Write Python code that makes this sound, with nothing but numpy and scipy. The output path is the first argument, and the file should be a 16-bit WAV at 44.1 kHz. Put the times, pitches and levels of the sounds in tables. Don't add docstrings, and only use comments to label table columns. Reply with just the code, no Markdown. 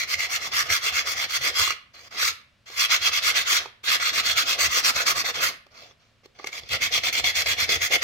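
import sys
import numpy as np
from scipy import signal
from scipy.fft import rfft, irfft
from scipy.io import wavfile
from scipy.ndimage import uniform_filter1d

SR = 44100
rng = np.random.default_rng(int(sys.argv[2]) if len(sys.argv) > 2 else 0)


def put_to_file(sound):
    columns = np.atleast_2d(sound).T
    safe = np.clip(columns, -1, 1)
    whole_steps = np.round(safe * 32767)
    wavfile.write(sys.argv[1], SR, whole_steps.astype(np.int16))


def undo_db(level):
    steps = np.asarray(level, float) / 20
    return 10 ** steps


N = 354123
HZ = np.fft.rfftfreq(512, 1 / SR)


def evened(x):
    return x / np.sqrt(np.mean(x ** 2) + 1e-20)


def read(points, hz, column=1):
    table = np.transpose(points)
    return np.interp(np.log(hz + 1), np.log(table[0] + 1), table[column])


def bell(hz, width):
    return 1 / (1 + (2 * (HZ - hz) / width) ** 2)


def drifting(hz, width, drift):
    wander = 0.035
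    return 1 / (1 + (2 * (HZ[:, None] - hz * (1 + wander * drift)) / width) ** 2)


# hz, density_db (per Hz)
FLOOR_SPECTRUM = [(15, -30), (25, -1.5), (114, 3.5), (451, -13), (560, -6), (863, -15), (962, -11.5),
                  (2610, -10.5), (5000, -17), (8830, -30), (16000, -39)]
# hz, rms_db
HUM_TONES = [(70.0, -81), (113.0, -75.5), (231.5, -81)]


def floor():
    noise = rng.standard_normal((2, N))
    shape = undo_db(read(FLOOR_SPECTRUM, np.fft.rfftfreq(N, 1 / SR)))
    t = np.arange(N) / SR
    hum = sum(undo_db(db + 4) * np.sin(2 * np.pi * hz * t) for hz, db in HUM_TONES)
    shared = noise + 0.41 * noise[::-1]
    return hum + undo_db(-64.5) * evened(irfft(rfft(shared) * shape, N))


# start_s, end_s, early_level_db, late_level_db, palm_pressure_db
SHOULDER_STROKES = [(-0.04, 0.046, -24, -27.5, -1), (0.081, 0.152, -27.5, -24, -1.5),
                    (0.183, 0.265, -27.5, -26.5, 0.5), (0.3, 0.376, -26, -24.5, -1.5),
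                    (0.406, 0.485, -30, -28.5, 4.5), (0.532, 0.628, -21.5, -20.5, -2),
                    (0.7, 0.78, -18, -22, -3.5), (0.822, 0.904, -26, -25, 0.5),
                    (0.932, 1.018, -22.5, -23.5, -1), (1.062, 1.142, -25.5, -25.5, -1.2),
                    (1.164, 1.252, -27, -24, 3), (1.294, 1.377, -28, -22, -3),
                    (1.418, 1.501, -23.5, -22, 1.5), (1.561, 1.717, -20, -25.5, -2.5)]
# start_s, end_s, early_level_db, late_level_db, palm_pressure_db
BELLY_STROKES = [
    (2.183, 2.303, -21.5, -22, -7),
    (2.789, 2.861, -22, -19, -4),
    (2.903, 2.973, -17.5, -18.5, -5),
    (3.017, 3.091, -25, -20, -2),
    (3.124, 3.193, -22.5, -22, -1.5),
    (3.228, 3.313, -23.5, -19.5, -2),
    (3.353, 3.43, -19, -22.5, -4.5),
    (3.473, 3.587, -22, -21, -3.5),
]
# start_s, end_s, early_level_db, late_level_db, palm_pressure_db
FLANK_STROKES = [(3.881, 3.967, -21, -21.5, 0), (4.012, 4.103, -25.5, -22.5, 0),
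                 (4.133, 4.212, -24, -22, 2.5), (4.243, 4.334, -23, -24, 1.5),
                 (4.365, 4.433, -18, -23.5, -2), (4.465, 4.551, -23.5, -23.5, 0),
                 (4.591, 4.672, -20, -20.5, -0.5), (4.705, 4.803, -24.5, -21, 1),
                 (4.842, 4.909, -17.5, -18.5, 0.5), (4.951, 5.035, -23.5, -25, 5),
                 (5.062, 5.123, -21, -18.5, 0.7), (5.159, 5.22, -23, -24.5, 3.5),
                 (5.249, 5.31, -26.5, -24.5, 8.5), (5.413, 5.498, -20, -25, 0)]
# start_s, end_s, early_level_db, late_level_db, palm_pressure_db
ACROSS_STROKES = [(6.711, 6.77, -27.5, -25, 9), (6.813, 6.876, -21.5, -23, 2),
                  (6.923, 6.989, -22, -22.5, 2.5), (7.036, 7.097, -24.5, -22.5, 3.5),
                  (7.143, 7.206, -25.5, -22, 6), (7.246, 7.313, -22, -25, 5), (7.355, 7.424, -21, -23, 0.5),
                  (7.467, 7.536, -23.5, -20, 3), (7.583, 7.652, -21.5, -23, 2.5),
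                  (7.695, 7.766, -21, -21.5, 7.5), (7.814, 7.877, -22, -23.5, 0.5),
                  (7.914, 7.966, -21.5, -19.5, 10), (8.02, 8.063, -24.5, -32, 3)]
# fizz_db, push_over_pull_fizz_db, fizz_gained_per_stroke_db, vase_sway_db
BOUT_HOLDS = [
    (-4, -0.5, 0.29, -69.5),
    (-2.3, -2, 0.28, -69),
    (-0.5, 0, 0.16, -66.5),
    (-1, -0.1, 0.29, -53.5),
]


def strokes():
    t = np.arange(N) / SR
    parts, sway = [], np.zeros(N)
    start_loss_db, start_sharpness = 5.66, 3.33
    brake_loss_db, brake_sharpness = 4.74, 4.5
    bouts = (SHOULDER_STROKES, BELLY_STROKES, FLANK_STROKES, ACROSS_STROKES)
    for bout, (fizz_db, push_db, gained_db, sway_db) in zip(bouts, BOUT_HOLDS):
        for k, (start, end, early_db, late_db, press_db) in enumerate(bout):
            span = slice(max(round((start - .1) * SR), 0), round((end + .1) * SR))
            place = (2 * t[span] - start - end) / (end - start)
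            level_db = np.interp(place, [-.4, .4], [early_db, late_db]) + 0.44
            starting_db = start_loss_db * abs(place) ** start_sharpness
            braking_db = brake_loss_db * abs(place) ** brake_sharpness
            slow_db = np.minimum(np.where(place < 0, starting_db, braking_db), 150)
            held_db = np.minimum(slow_db, 18)
            bright_db = fizz_db + (-1) ** k * push_db + k * gained_db - 0.34 * press_db
            parts.append((span, level_db - slow_db, bright_db - 1.08 * held_db, press_db + 0.86 * held_db))
            sway[span] += undo_db(sway_db - slow_db / 4)
    return parts, sway


# time_s, level_db
JOLT_TIMES = [(0.01, -58), (0.18, -55), (0.38, -65), (0.54, -58), (0.64, -50), (0.71, -47), (0.94, -53),
              (1.16, -63), (1.41, -49), (1.62, -46), (1.69, -54), (3.02, -50), (3.4, -67), (4.02, -53),
              (4.36, -55), (4.68, -45), (4.96, -49), (5.16, -47), (5.25, -55), (5.37, -56), (6.64, -52),
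              (6.74, -48), (6.96, -48.5), (7.07, -51), (7.24, -47), (7.4, -60), (7.49, -46), (7.66, -51),
              (7.76, -45), (7.83, -55)]
# hz, width_hz, level_db
ROCK_MODES = [(79.7, 49, -0.5), (130, 40, -10)]


def rocking(level, sway):
    t = np.arange(N) / SR
    rock = sway.copy()
    for s, jolt_db in JOLT_TIMES:
        span = slice(max(round((s - .1) * SR), 0), round((s + .1) * SR))
        rock[span] += undo_db(jolt_db) * np.exp(-((t[span] - s) / 0.025) ** 2)
    power = abs(uniform_filter1d(level ** 2, size=4000))
    rock += undo_db(-63.5) * (power / undo_db(-51.0)) ** 0.25
    noise = rng.standard_normal((2, N))
    hz = np.fft.rfftfreq(N, 1 / SR)
    shape = sum(undo_db(db) / (1 + (2 * (hz - f) / width) ** 2) ** 2 for f, width, db in ROCK_MODES)
    thrum = irfft(rfft(noise + 1.1 * noise[0]) * shape, N)
    return np.array([evened(port) for port in thrum]) * rock


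# time_s, peak_db
GRIT_BITES = [(0.3047, -30.5), (0.582, -13), (0.9694, -25.5), (1.1144, -23), (1.7174, -31), (2.2314, -29),
              (2.787, -6.5), (3.9975, -10), (4.588, -9.5), (4.849, -18.5), (5.078, -10.5), (5.243, -20),
              (6.388, -23), (6.408, -34), (6.6886, -23), (6.714, -21), (6.8109, -21), (7.033, -2.5),
              (7.24, -3), (7.352, -14), (7.416, -6), (7.4587, -2.5), (7.4974, -28), (7.5867, -23),
              (7.69, -0.5), (7.8151, -10), (7.916, -25)]


def bites():
    grabs, t = np.zeros(N), np.arange(3000) / SR
    s, peak_db = np.transpose(GRIT_BITES)
    grabs[(s * SR).astype(int)] = undo_db(peak_db - 14)
    ease = (1 - np.exp(-t / 0.003)) * np.exp(-t / 0.0062)
    return signal.oaconvolve(grabs, ease)[:N]


# start_s, end_s, first_level_db, last_level_db,
# palm_pressure_db
LIGHT_SLIDES = [(0.65, 0.69, -32, -36.5, 5), (1.932, 2.089, -47, -47, 0.5), (2.105, 2.201, -41, -31.5, 5.5),
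                (2.656, 2.767, -45.5, -38.5, -0.5), (2.747, 2.789, -43.5, -17.5, -0.5),
                (3.596, 3.7, -32, -57, 6.5), (3.831, 3.883, -41, -25, -8),
                (5.336, 5.411, -27.5, -28.5, 8.5), (5.486, 5.604, -30, -67.5, 5),
                (5.702, 5.798, -58, -43.5, 5.5), (5.788, 5.934, -43.5, -57, 5),
                (5.99, 6.2, -62.5, -74.5, 5.5), (6.232, 6.269, -52.5, -59, 5.5),
                (6.253, 6.267, -51, -50, -12.5), (6.455, 6.475, -46, -35.5, -8),
                (6.342, 6.449, -61.5, -48, 6), (6.466, 6.512, -31, -56, 0), (6.515, 6.604, -39.5, -32, 2),
                (6.597, 6.69, -52, -49, 7.5), (6.669, 6.742, -57.5, -20.5, -10),
                (7.124, 7.152, -26.5, -30, -11), (7.798, 7.807, -33, -34, -8.5)]


def slides():
    t = np.arange(N) / SR
    parts = []
    for start, end, first_db, last_db, press_db in LIGHT_SLIDES:
        span = slice(round(start * SR), round(end * SR))
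        level_db = np.interp(t[span], [start, end], [first_db, last_db])
        light_db = np.clip(-26 - level_db, 0, 26.5)
        edge_s = np.minimum(t[span] - start, end - t[span])
        faded_db = level_db - 30 * np.exp(-edge_s / 0.0033)
        parts.append((span, faded_db, -0.34 * light_db - press_db, 0.43 * light_db + press_db))
    return parts


def rubbing(parts):
    power, fizz, boom = np.full(N, 1e-12), np.zeros(N), np.zeros(N)
    for span, level_db, fizz_db, boom_db in parts:
        part = undo_db(level_db) ** 2
        power[span] += part
        fizz[span] += part * fizz_db
        boom[span] += part * boom_db
    return np.sqrt(power), fizz / power, boom / power


def grit(grain_db, clump_db):
    size = undo_db(grain_db * np.minimum(rng.exponential(1, (2, N)), 3))
    rough = rng.standard_normal((2, N))
    fine = evened(uniform_filter1d(uniform_filter1d(rough[0], 130), 130))
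    coarse = evened(uniform_filter1d(uniform_filter1d(rough[1], 600), 600))
    clumps = fine + 0.69 * coarse
    return evened(size * rng.standard_normal((2, N)) * undo_db(clump_db * clumps))


# time_s, peak_db, ring_hz, knock_below_peak_db
SNAPS_AND_TAPS = [(0.701, -1, 2090, -37), (1.675, -8, 1170, -28), (1.704, -6.5, 2170, -40),
                  (1.704, -6, 1250, -37), (1.706, -13.5, 2800, -40), (1.72, -13, 2370, -39),
                  (0.874, -12, 2170, -37), (1.198, -8.5, 2180, -40), (2.15, -24, 1270, -29),
                  (2.228, -8, 1450, -29), (2.273, -9, 2040, -33), (3.525, -6.5, 2540, -29),
                  (3.544, -10, 2340, -31), (5.243, -17, 2100, -21), (3.998, -18, 2200, -27),
                  (5.078, -3, 2200, -32), (4.38, -3.5, 2200, -34.5), (7.584, -10, 2200, -34),
                  (1.944, -33, 4460, -25), (2.661, -44, 2070, -26), (2.699, -30, 3230, -12.5),
                  (3.657, -18.5, 897, -17), (3.657, -24, 2500, -40), (3.837, -26.5, 2260, -18),
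                  (5.665, -37, 560, -13.5), (5.909, -37, 3400, -14), (6.233, -48, 500, -9),
                  (6.257, -32, 400, -19.5), (6.396, -32.5, 1170, -5), (6.397, -30, 2050, -30),
                  (6.257, -38, 4300, -32), (6.633, -26, 3400, -32), (6.442, -12.5, 2180, -17.5),
                  (6.47, -7.5, 2140, -43), (6.488, -27, 2200, -16), (6.528, -15.5, 2290, -36),
                  (6.577, -33, 2090, -13), (6.635, -36, 503, -16), (7.126, -9, 2130, -32)]
# hz, level_db, t60_s
HOLLOW_MODES = [(400, -2, 0.03), (472, -8.5, 0.047), (800, -1, 0.022), (1170, 1.5, 0.022)]
# hz, left_over_right_db
TAP_BALANCE = [(1300, -5.5), (2000, -3)]


def snaps():
    t = np.arange(4000) / SR
    crackle, ring = np.zeros(N + 4000), np.zeros((2, N + 4000))
    noise = rng.standard_normal((len(SNAPS_AND_TAPS), 4000))
    rise = 1 - np.exp(-(t / 0.0032) ** 2)
    hollow = sum(undo_db(db - 60 * t / t60) * np.sin(2 * np.pi * hz * t) for hz, db, t60 in HOLLOW_MODES)
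    share = 0.48
    for (s, peak_db, hz, knock_db), burst in zip(SNAPS_AND_TAPS, noise):
        at = round((s - .0005) * SR)
        pan_db = read(TAP_BALANCE, hz)
        crackle[at:at + 4000] += undo_db(peak_db + 4.5) * (1 - share) * rise * np.exp(-t / 0.0023) * burst
        tone = 3.1 * share * np.exp(-t / 0.0021) * np.sin(2 * np.pi * hz * t)
        tone = tone + undo_db(knock_db + 7.0) * hollow
        ring[:, at:at + 4000] += undo_db(peak_db) * rise * tone * undo_db([[pan_db / 2], [-pan_db / 2]])
    return crackle[:N], ring[:, :N]


# time_s, free_part (-1 to 1), curl_round_wall (-1 to 1),
# height (0 belly to 1 neck), finger_spread (-1 to 1)
SHEET_GRIP = [(0, -0.44, -0.3, 1, -.5), (.45, 0.2, -0.5, 0.78, -.3), (.65, 0.5, -.5, 0.58, -.3),
              (.9, 0.55, 0.2, 0.52, -.2), (1.4, 0.31, .2, 1, -.2), (1.65, 0.7, 0.4, 0.22, .3),
              (2.0, 0.99, -.3, 1, 0), (2.25, 0.4, -.6, 0.03, .6), (2.8, 0.37, 0.73, 0.45, .3),
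              (3.2, 0.33, .7, 0, .3), (3.6, 0.83, 0.68, 0, .3), (3.9, 0.66, .8, 0.26, .4),
              (4.4, 0.54, .5, 0.14, .5), (4.8, 0.48, -0.3, 0.051, .5), (5.5, 0.66, -0.4, 0.43, .4),
              (6.4, 0.83, 0.5, 0.043, 0), (6.8, -0.62, 0.41, 0.13, 0), (7.4, -0.82, 0.72, 0.55, 0.098),
              (8.03, -0.5, 0.45, 0.83, .2)]
# hz, width_hz, level_at_neck_db
NECK_MODES = [(2080, 350, 3), (2750, 700, -2), (3780, 300, 0.5), (5240, 700, -1.5), (7600, 500, -5)]


def grip_colour(t, fizz_db, boom_db):
    s, *grip = np.transpose(SHEET_GRIP)
    free, curl, height, spread = (np.interp(t, s, column) for column in grip)
    shift_db = np.outer(read([(5500, 0.1), (8500, 0.85)], HZ), fizz_db - 1.5 * curl)
    shift_db += np.outer(read([(800, 1), (1100, 0)], HZ), boom_db)
    shift_db += np.outer(bell(1280, 660), 6 * free)
    drift = rng.standard_normal((3, len(t)))
    drift = evened(uniform_filter1d(uniform_filter1d(drift, size=30), size=30))
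    shift_db += drifting(2136, 450, drift[0]) * (2.5 - 4 * free)
    shift_db += drifting(3774, 150, drift[1]) * (-9 * height - 3.5)
    shift_db += drifting(6850, 160, drift[2]) * -4.5
    shift_db += np.outer(bell(3400, 500), 5 * curl + 1.0)
    shift_db += np.outer(bell(4460, 600), 2.5 * spread + 0.8)
    neck_db = sum(db * bell(hz, width) for hz, width, db in NECK_MODES)
    shift_db += np.outer(neck_db, height - 0.4)
    patches = rng.standard_normal(shift_db.shape)
    shift_db += 2.3 * evened(uniform_filter1d(uniform_filter1d(patches, 2, 0), 36, 1))
    shift_db += 1.6 * evened(uniform_filter1d(uniform_filter1d(patches[::-1], 9, 0), 14, 1))
    return shift_db


# hz, left_db, right_db
SCRATCH_COLOUR = [(119, -30.5, -25), (260, -24, -24), (494, -20, -19.5), (884, -23.5, -17.5),
                  (1205, -14, -2.5), (1670, -3, -2), (2620, -2.5, -1.5), (4990, -4.5, -4.5),
                  (7190, -8, -11.5), (8570, -14.5, -22.5), (9260, -18.5, -24.5), (12200, -19, -19),
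                  (15850, -17, -17.5)]
# hz, width_hz, left_db, right_db
WALL_MODES = [(370, 46, 2, 3), (510, 39, 6.5, 7), (693.2, 27, 8.5, 10), (1160, 130, 9, 4),
              (2090, 540, 4, 3.5), (3326, 570, 2.5, 4), (4274, 290, 0, 5), (4950, 400, 5, 5),
              (5870, 310, 2.5, 5.5), (6470, 280, 6, 4), (7580, 690, 1, 4.5), (12530, 1500, 4, 6)]
# hz, width_hz, left_db, right_db
REFLECTION_NOTCHES = [(1567, 100, -11.5, -4), (2420, 70, -10, -5.5), (3040, 290, -4.5, -3.5),
                      (3710, 310, 3, -1), (4650, 200, -7, -5.5), (5660, 120, -4, -3.5),
                      (6450, 120, -1.5, 0.5), (6880, 190, 1.5, -3.5), (7700, 130, -6, -1.5)]


def port_colour():
    colour_db = []
    for k in (1, 2):
        bumps_db = sum(m[1 + k] * bell(m[0], m[1]) for m in WALL_MODES + REFLECTION_NOTCHES)
        colour_db.append(read(SCRATCH_COLOUR, HZ, column=k) + bumps_db)
    return evened(undo_db(colour_db))[:, :, None]


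# hz, phase_rad
LEFT_LEAD = [(0, -2), (690, 0.94), (1380, 2), (1640, 1.48), (2070, 5.5), (3190, 10.0), (3700, 16),
             (4310, 17.5), (5510, 25.5), (7320, 27), (9910, 42), (12700, 43), (15400, 42.5), (16000, 67)]
# hz, coherence (0 to 1)
PORT_COHERENCE = [(100, 0.97), (600, 1), (2000, 0.63), (6000, 0.53), (12000, 0.09)]


def sanding(level, fizz_db, boom_db):
    crackle, ring = snaps()
    drive = (level + abs(bites())) * grit(grain_db=1.5, clump_db=1.1)
    drive[0] += crackle
    t, (near, far) = signal.stft(drive, SR, nperseg=512, noverlap=384)[1:]
    at = np.minimum((t * SR).astype(int), N - 1)
    shift_db = grip_colour(t, fizz_db[at], boom_db[at])
    same = read(PORT_COHERENCE, HZ)[:, None]
    lag = np.exp(-1j * np.interp(HZ, *np.transpose(LEFT_LEAD)))[:, None]
    ports = np.array([near, lag * (same * near + np.sqrt(1 - same ** 2) * far)])
    coloured = ports * port_colour() * undo_db(shift_db)
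    return signal.istft(coloured, SR, nperseg=512, noverlap=384)[1][:, :N] + ring


# hz, t60_s
REVERB_TIME = [(200, 0.39), (1000, 0.39), (3000, 0.4), (7000, 0.22), (10000, 0.31), (15000, 0.2)]


def room(x):
    taps = np.zeros((4, SR // 2))
    at = np.arange(300, SR // 2 - 20, 20) + rng.integers(0, 20, (4, (SR // 2 - 301) // 20))
    np.put_along_axis(taps, at, rng.choice([-1., 1.], at.shape), 1)
    hz, t, z = signal.stft(taps, SR, nperseg=256)
    decay = undo_db(-60 * t / read(REVERB_TIME, hz)[:, None])
    tail = signal.istft(z * decay, SR, nperseg=256)[1]
    turn = 2 * np.pi * 7 * np.arange(N) / SR
    sent = np.vstack([x * np.cos(turn), x * np.sin(turn)])
    wet = signal.fftconvolve(sent, tail / np.linalg.norm(tail[0]), axes=1)
    return wet[:2, :N] + wet[2:, :N]


def scene():
    parts, sway = strokes()
    level, fizz_db, boom_db = rubbing(parts + slides())
    dry = sanding(level, fizz_db, boom_db)
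    return dry + undo_db(-13.5) * room(dry) + rocking(level, sway) + floor()


def top_cut(x):
    return signal.sosfilt(signal.butter(12, 15960, fs=SR, output="sos"), x)


def record(dry):
    lowpass = signal.firwin(511, 15900, window=("kaiser", 9), fs=SR)
    limited = signal.oaconvolve(dry, lowpass[None], "same")
    return top_cut(limited)


dry = scene()
out = record(dry)
put_to_file(out)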